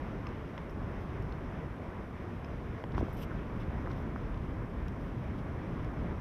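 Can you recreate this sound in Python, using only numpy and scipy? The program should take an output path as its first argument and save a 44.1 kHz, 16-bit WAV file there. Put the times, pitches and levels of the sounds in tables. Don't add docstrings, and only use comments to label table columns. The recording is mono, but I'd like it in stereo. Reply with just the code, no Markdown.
import sys
import numpy as np
from scipy import signal
from scipy.fft import rfft, irfft, next_fast_len
from scipy.io import wavfile
from scipy.ndimage import uniform_filter1d

SR = 44100
rng = np.random.default_rng(int(sys.argv[2]) if len(sys.argv) > 2 else 0)


def inscribe(sig):
    pcm = np.round(np.clip(np.atleast_2d(sig).T, -1, 1) * 32767)
    wavfile.write(sys.argv[1], SR, pcm.astype(np.int16))


N = 273532
SIZE = next_fast_len(N)
HZ = np.arange(SIZE // 2 + 1) * SR / SIZE + 1e-3

# (frequency [Hz], density [dB per Hz])
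WIND_COLOUR = [(15, -68.5), (45, -52.5), (130, -55), (400, -58.5), (620, -62), (830, -68.5), (1020, -68.5),
               (1300, -75.5), (2200, -86), (2750, -95), (3400, -99), (4500, -109), (5200, -103.5),
               (6100, -105.5), (7200, -125)]


def undb(db):
    return 10 ** (np.asarray(db) / 20)


def curves(table):
    times, *columns = np.transpose(table)
    t = np.arange(N) / SR
    return [np.interp(t, times, column) for column in columns]


def coloured(points, source):
    hz, db = np.transpose(points)
    density_db = np.interp(np.log(HZ), np.log(hz), db, -200, -200)
    return rfft(source, SIZE) * undb(density_db) * np.sqrt(SR / 2)


def walk(rate, settle_s=0.28):
    hold = int(SR / rate)
    steps = np.repeat(rng.standard_normal(N // hold + 1), hold)
    smooth = uniform_filter1d(uniform_filter1d(steps, hold), hold)[:N]
    return 1.08 * (smooth - uniform_filter1d(smooth, int(settle_s * SR)))


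def grains(rate, spread_db):
    happens = rng.random(N) < rate / SR
    clicks = rng.standard_normal(N) * happens * undb(spread_db * rng.exponential(size=N))
    return clicks / np.std(clicks)


def add(out, s, sound):
    i = int(s * SR)
    out[i:i + len(sound)] += sound[:N - i]


def wind(all_db=0.74, shared_db=0.86, own_db=1.0):
    # (time [s], rumble level [dB], roar level [dB], hissing top level [dB])
    gust = [(0.0, -41, -45.5, -59), (0.52, -42, -47.5, -60), (0.55, -44.5, -47, -60.5),
            (0.76, -41, -47.5, -62), (.95, -40, -45.5, -59), (1.07, -42, -47.5, -59.5),
            (1.2, -36.5, -46.5, -60), (1.33, -41, -46, -61), (1.45, -41.5, -46.5, -60),
            (1.98, -43, -47.5, -62), (2.47, -41.5, -48, -60), (2.76, -41.5, -48.5, -60.5),
            (2.81, -50.5, -46, -60), (2.85, -39, -49, -62.5), (2.95, -35, -44, -60.5),
            (3.02, -33, -46, -60), (3.06, -39.5, -46.5, -60.5), (3.28, -36.5, -47, -59.5),
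            (3.47, -39.5, -46.5, -60.5), (3.87, -37, -45.5, -60), (4.28, -38.5, -47.5, -60.5),
            (4.44, -35.5, -47.5, -60), (4.59, -39, -47.5, -62.5), (5.23, -39, -48, -60.5),
            (5.45, -36.5, -46.5, -61), (5.65, -38.5, -45.5, -59.5), (5.84, -36.5, -47, -59.5),
            (5.96, -42, -44.5, -61.5), (5.99, -32.5, -46, -59), (6.2, -40, -46.5, -60.5)]
    swings = [column - column.mean() for column in curves(gust)]
    spectrum = coloured(WIND_COLOUR, rng.standard_normal(N))
    out, last, buffet = 0, walk(14), walk(14)
    for step in range(19):
        octave = np.log2(HZ / 16) - step / 2
        band_shape = np.cos(np.pi * np.clip(octave, -.5, .5)) ** 2
        band = irfft(spectrum * band_shape, SIZE)[:N]
        place = np.interp(step, (6, 10, 13, 15), (0, 1, 1, 2))
        gust_db = sum(max(1 - abs(place - k), 0) * swing for k, swing in enumerate(swings))
        new = walk(9)
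        flutter_db = all_db * buffet + shared_db * (new + last) + own_db * walk(21.93)
        out = out + band * undb(gust_db + flutter_db)
        last = new
    return out


def electronics(whine_db=-101, odd_db=-3, low_db=15):
    hiss_db, hiss_top_hz = (-117, -118), 13520
    drum_hz = 149.85
    hiss = irfft(rfft(rng.standard_normal((2, SIZE))) * (HZ < hiss_top_hz), SIZE)[:, :N]
    hiss = hiss * undb(hiss_db)[:, None] * np.sqrt(SR / 2)
    lines = np.zeros((2, len(HZ)), complex)
    for k in range(20, int(hiss_top_hz / drum_hz)):
        scatter_db = 2.5 * rng.standard_normal(2)
        db = whine_db + odd_db * (k % 2) + low_db * np.exp(-(k - 20) / 12) + scatter_db
        phase = np.exp(2j * np.pi * rng.random(2))
        lines[:, int(k * drum_hz * SIZE / SR)] = undb(db) * phase * SIZE / np.sqrt(2)
    whine = irfft(lines, SIZE)[:, :N] * undb([[0], [-3]])
    return hiss + whine


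def ticks(grip_s=0.00099, contact_s=0.0013, late_s=0.0012, rise_s=0.0011, blur=1.3, spread=1.46):
    # (time [s], ring peak [dB], ring pitch [Hz], ring time to fall 60 dB [s],
    # spit peak above the ring's [dB], crack peak above the ring's [dB], crack centre [Hz])
    hits = [(0.268, -42, 5200, .015, -14, 8, 2510), (0.2885, -57, 5700, .009, -6, 8, 3400),
            (0.5778, -45.5, 5250, 0.016, -17, 10.5, 2300), (.587, -65, 5600, .009, -14, 2, 2600),
            (.696, -53, 5300, .012, -12, 0, 3000), (1.223, -56, 5400, .008, 2, -2, 4000),
            (1.323, -51.5, 5200, .01, -11, 7, 3200), (1.9435, -61, 5400, .008, -2, 8, 2500),
            (2.4448, -45.5, 5130, .012, -16, 4, 2570), (2.8388, -55, 5330, .008, -10, 22, 2060),
            (2.9197, -64, 5300, .01, -8, 18, 2900), (2.948, -62, 5300, .01, -6, 14, 3200),
            (2.9793, -49, 5740, .009, -3, 11.5, 3040), (3.0045, -52, 5900, .008, -2, 5, 4300),
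            (3.632, -58, 5100, .01, -8, 8, 3300), (3.915, -52.5, 5700, .009, -10, 8, 3300),
            (3.929, -56, 5700, .009, -20, 0, 3000), (3.962, -57, 5300, .009, -16, 2, 3000),
            (4.343, -63, 5200, .007, -6, 15, 2700), (4.375, -55, 5500, .007, -3, 6, 3900),
            (4.8814, -46, 5550, .007, -5, 4.5, 3400), (5.845, -53.5, 5530, .007, -5, 4, 3400)]
    # (multiple of the ring pitch [ratio], level [dB], share of the ring time [ratio])
    housing = [(1, 0, 1), (1.17, 0, .45), (.84, -11, 0.21)]
    out, t = np.zeros(N), np.arange(SR // 32) / SR
    spit_band = signal.butter(2, (3800, 12500), "bandpass", fs=SR, output="sos")
    for s, db, hz, ring_s, spit_db, crack_db, crack_hz in hits:
        chance = rng.standard_normal(len(t))
        contact = chance * (1 - np.exp(-t / grip_s)) * np.exp(-t / contact_s)
        crack_edges = (crack_hz / spread, crack_hz * spread)
        crack_band = signal.butter(2, crack_edges, "bandpass", fs=SR, output="sos")
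        dulled = signal.lfilter([1], [1, -.95], contact)
        crack = signal.sosfilt(crack_band, dulled)
        spit = signal.sosfilt(spit_band, contact)
        ring = sum(undb(mode_db) * np.sin(2 * np.pi * multiple * hz * t) * 1000 ** (-t / (share * ring_s))
                   for multiple, mode_db, share in housing)
        rough = 1 + blur * uniform_filter1d(chance[::-1], size=25)
        ring = ring * (1 - np.exp(-t / rise_s)) * rough
        for part, part_db, lag_s in ((ring, 0, late_s), (crack, crack_db, 0), (spit, spit_db, 0)):
            add(out, s + lag_s, undb(db + part_db) * part / abs(part).max())
    return out


def knocks_and_wobbles():
    # (time of the middle [s], peak [dB], swing pitch [Hz], width of the bell [swings])
    blows = [(.272, -27.5, 1070, 6.4), (.579, -25.5, 1000, 1.6), (2.8404, -15.5, 640, 1.4),
             (2.8425, -20.5, 520, 1.1), (2.8463, -25.5, 220, 0.83), (2.943, -35, 300, 0.81),
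             (2.981, -10, 686, 1), (2.9835, -20, 320, 1.9), (2.989, -32, 800, 1.2), (3.0098, -21, 700, 2),
             (3.0128, -12.5, 497, 1.16), (3.0155, -25, 370, 2.3), (3.022, -27, 520, 2),
             (3.0295, -11.5, 430, 1.4), (3.0328, -14, 250, 2.3), (3.049, -26, 580, 3),
             (3.086, -20.5, 676, 1.7), (3.31, -33, 1400, 4), (3.3168, -32, 1410, 5.5),
             (3.323, -34, 1300, 4), (3.863, -34, 1650, 3.7), (3.874, -18, 900, 1.14),
             (3.875, -38, 1450, 3.3), (3.9072, -29, 1250, 1.6), (3.912, -25, 900, 1.3),
             (4.159, -24, 480, 1.1), (4.1617, -20, 950, 1.2), (5.545, -29, 800, 1.1),
             (6.0452, -23.5, 596, 3.3)]
    out, t = np.zeros(N), np.arange(-400, 400) / SR
    for s, db, hz, swings in blows:
        bell = np.exp(-(2.7 * t * hz / swings) ** 2)
        swing = -np.sin(2 * np.pi * hz * t) * bell
        add(out, s + t[0], undb(db) * swing / abs(swing).max())
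    return out


def rustle(rise_s=0.0091, fall_s=0.024, split_hz=8500, fray_db=2.5):
    # (frequency [Hz], density [dB per Hz])
    colour = [(2000, -25), (3200, -25), (4400, -37.5), (5300, -27.5), (6200, -31.5), (6700, -46),
              (7500, -40), (10000, -41), (12300, -35), (13400, -33), (14250, -36), (14500, -55)]
    # (time [s], length [s], gain [dB], treble raised and the rest lowered by [dB])
    rubs = [(0.692, 0.026, -75, 0), (1.002, .045, -78, -2), (2.967, 0.041, -70.5, -5),
            (3.034, 0.091, -76.5, -3), (3.126, 0.022, -71, 10), (3.144, .022, -80, 8),
            (3.165, 0.088, -68, 3.5), (3.166, .014, -74, 5), (3.187, .016, -75, 1), (3.208, .036, -69, 2),
            (3.225, 0.019, -69, -4), (3.56, 0.033, -80, -5), (3.596, 0.038, -73, -4.5),
            (3.895, 0.044, -76, -4), (3.96, .08, -79, -1), (5.005, 0.091, -81, 1), (5.377, .03, -76, -4)]
    rub = coloured(colour, rng.standard_normal(N) + 0.31 * grains(4000, 3.0))
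    low, high = 0, 0
    for step in range(11):
        octave = np.log2(HZ / 1800) - step / 3
        band_shape = np.cos(np.pi * np.clip(1.5 * octave, -.5, .5)) ** 2
        band = irfft(rub * band_shape, SIZE)[:N]
        band = band * undb(fray_db * walk(95))
        centre_hz = 1800 * 2 ** (step / 3)
        bright = 1 / (1 + (split_hz / centre_hz) ** 6)
        low = low + band * (1 - bright)
        high = high + band * bright
    t, out = np.arange(N) / SR, 0
    for s, length, db, lift_db in rubs:
        ramps = np.minimum((t - s) / rise_s, (s + length - t) / fall_s)
        gate = np.clip(ramps + .5, 0, 1) ** 2
        out = out + gate * undb(db) * (low / undb(lift_db) + high * undb(lift_db))
    return out


def scene(apart_db=-11, apart_hz=1500):
    # (frequency [Hz], gain [dB])
    right_gain = [(10, -20), (30, -17.5), (60, -13.5), (125, -8.7), (250, -5.5), (500, -3.8), (1000, -2.9),
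                  (2000, -2.1), (2800, -2.6), (3400, -4.3), (4000, -8.5), (6000, -13), (7500, -30)]
    bass_hz, late_s = 227, 135e-6
    left = wind() + ticks() + knocks_and_wobbles() + rustle()
    hz, db = np.transpose(right_gain)
    turn = np.arctan(bass_hz / HZ) - 2 * np.pi * HZ * late_s
    path = -undb(np.interp(np.log(HZ), np.log(hz), db)) * np.exp(1j * turn)
    apart = coloured(WIND_COLOUR, rng.standard_normal(N)) * undb(apart_db) * HZ / (apart_hz + HZ)
    right = irfft(rfft(left, SIZE) * path + apart, SIZE)[:N]
    return np.array([left, right]) + electronics()


def record(dry):
    top_cut = signal.ellip(10, .2, 80, 14900, fs=SR, output="sos")
    return signal.sosfilt(top_cut, dry)


dry = scene()
out = record(dry)
inscribe(out)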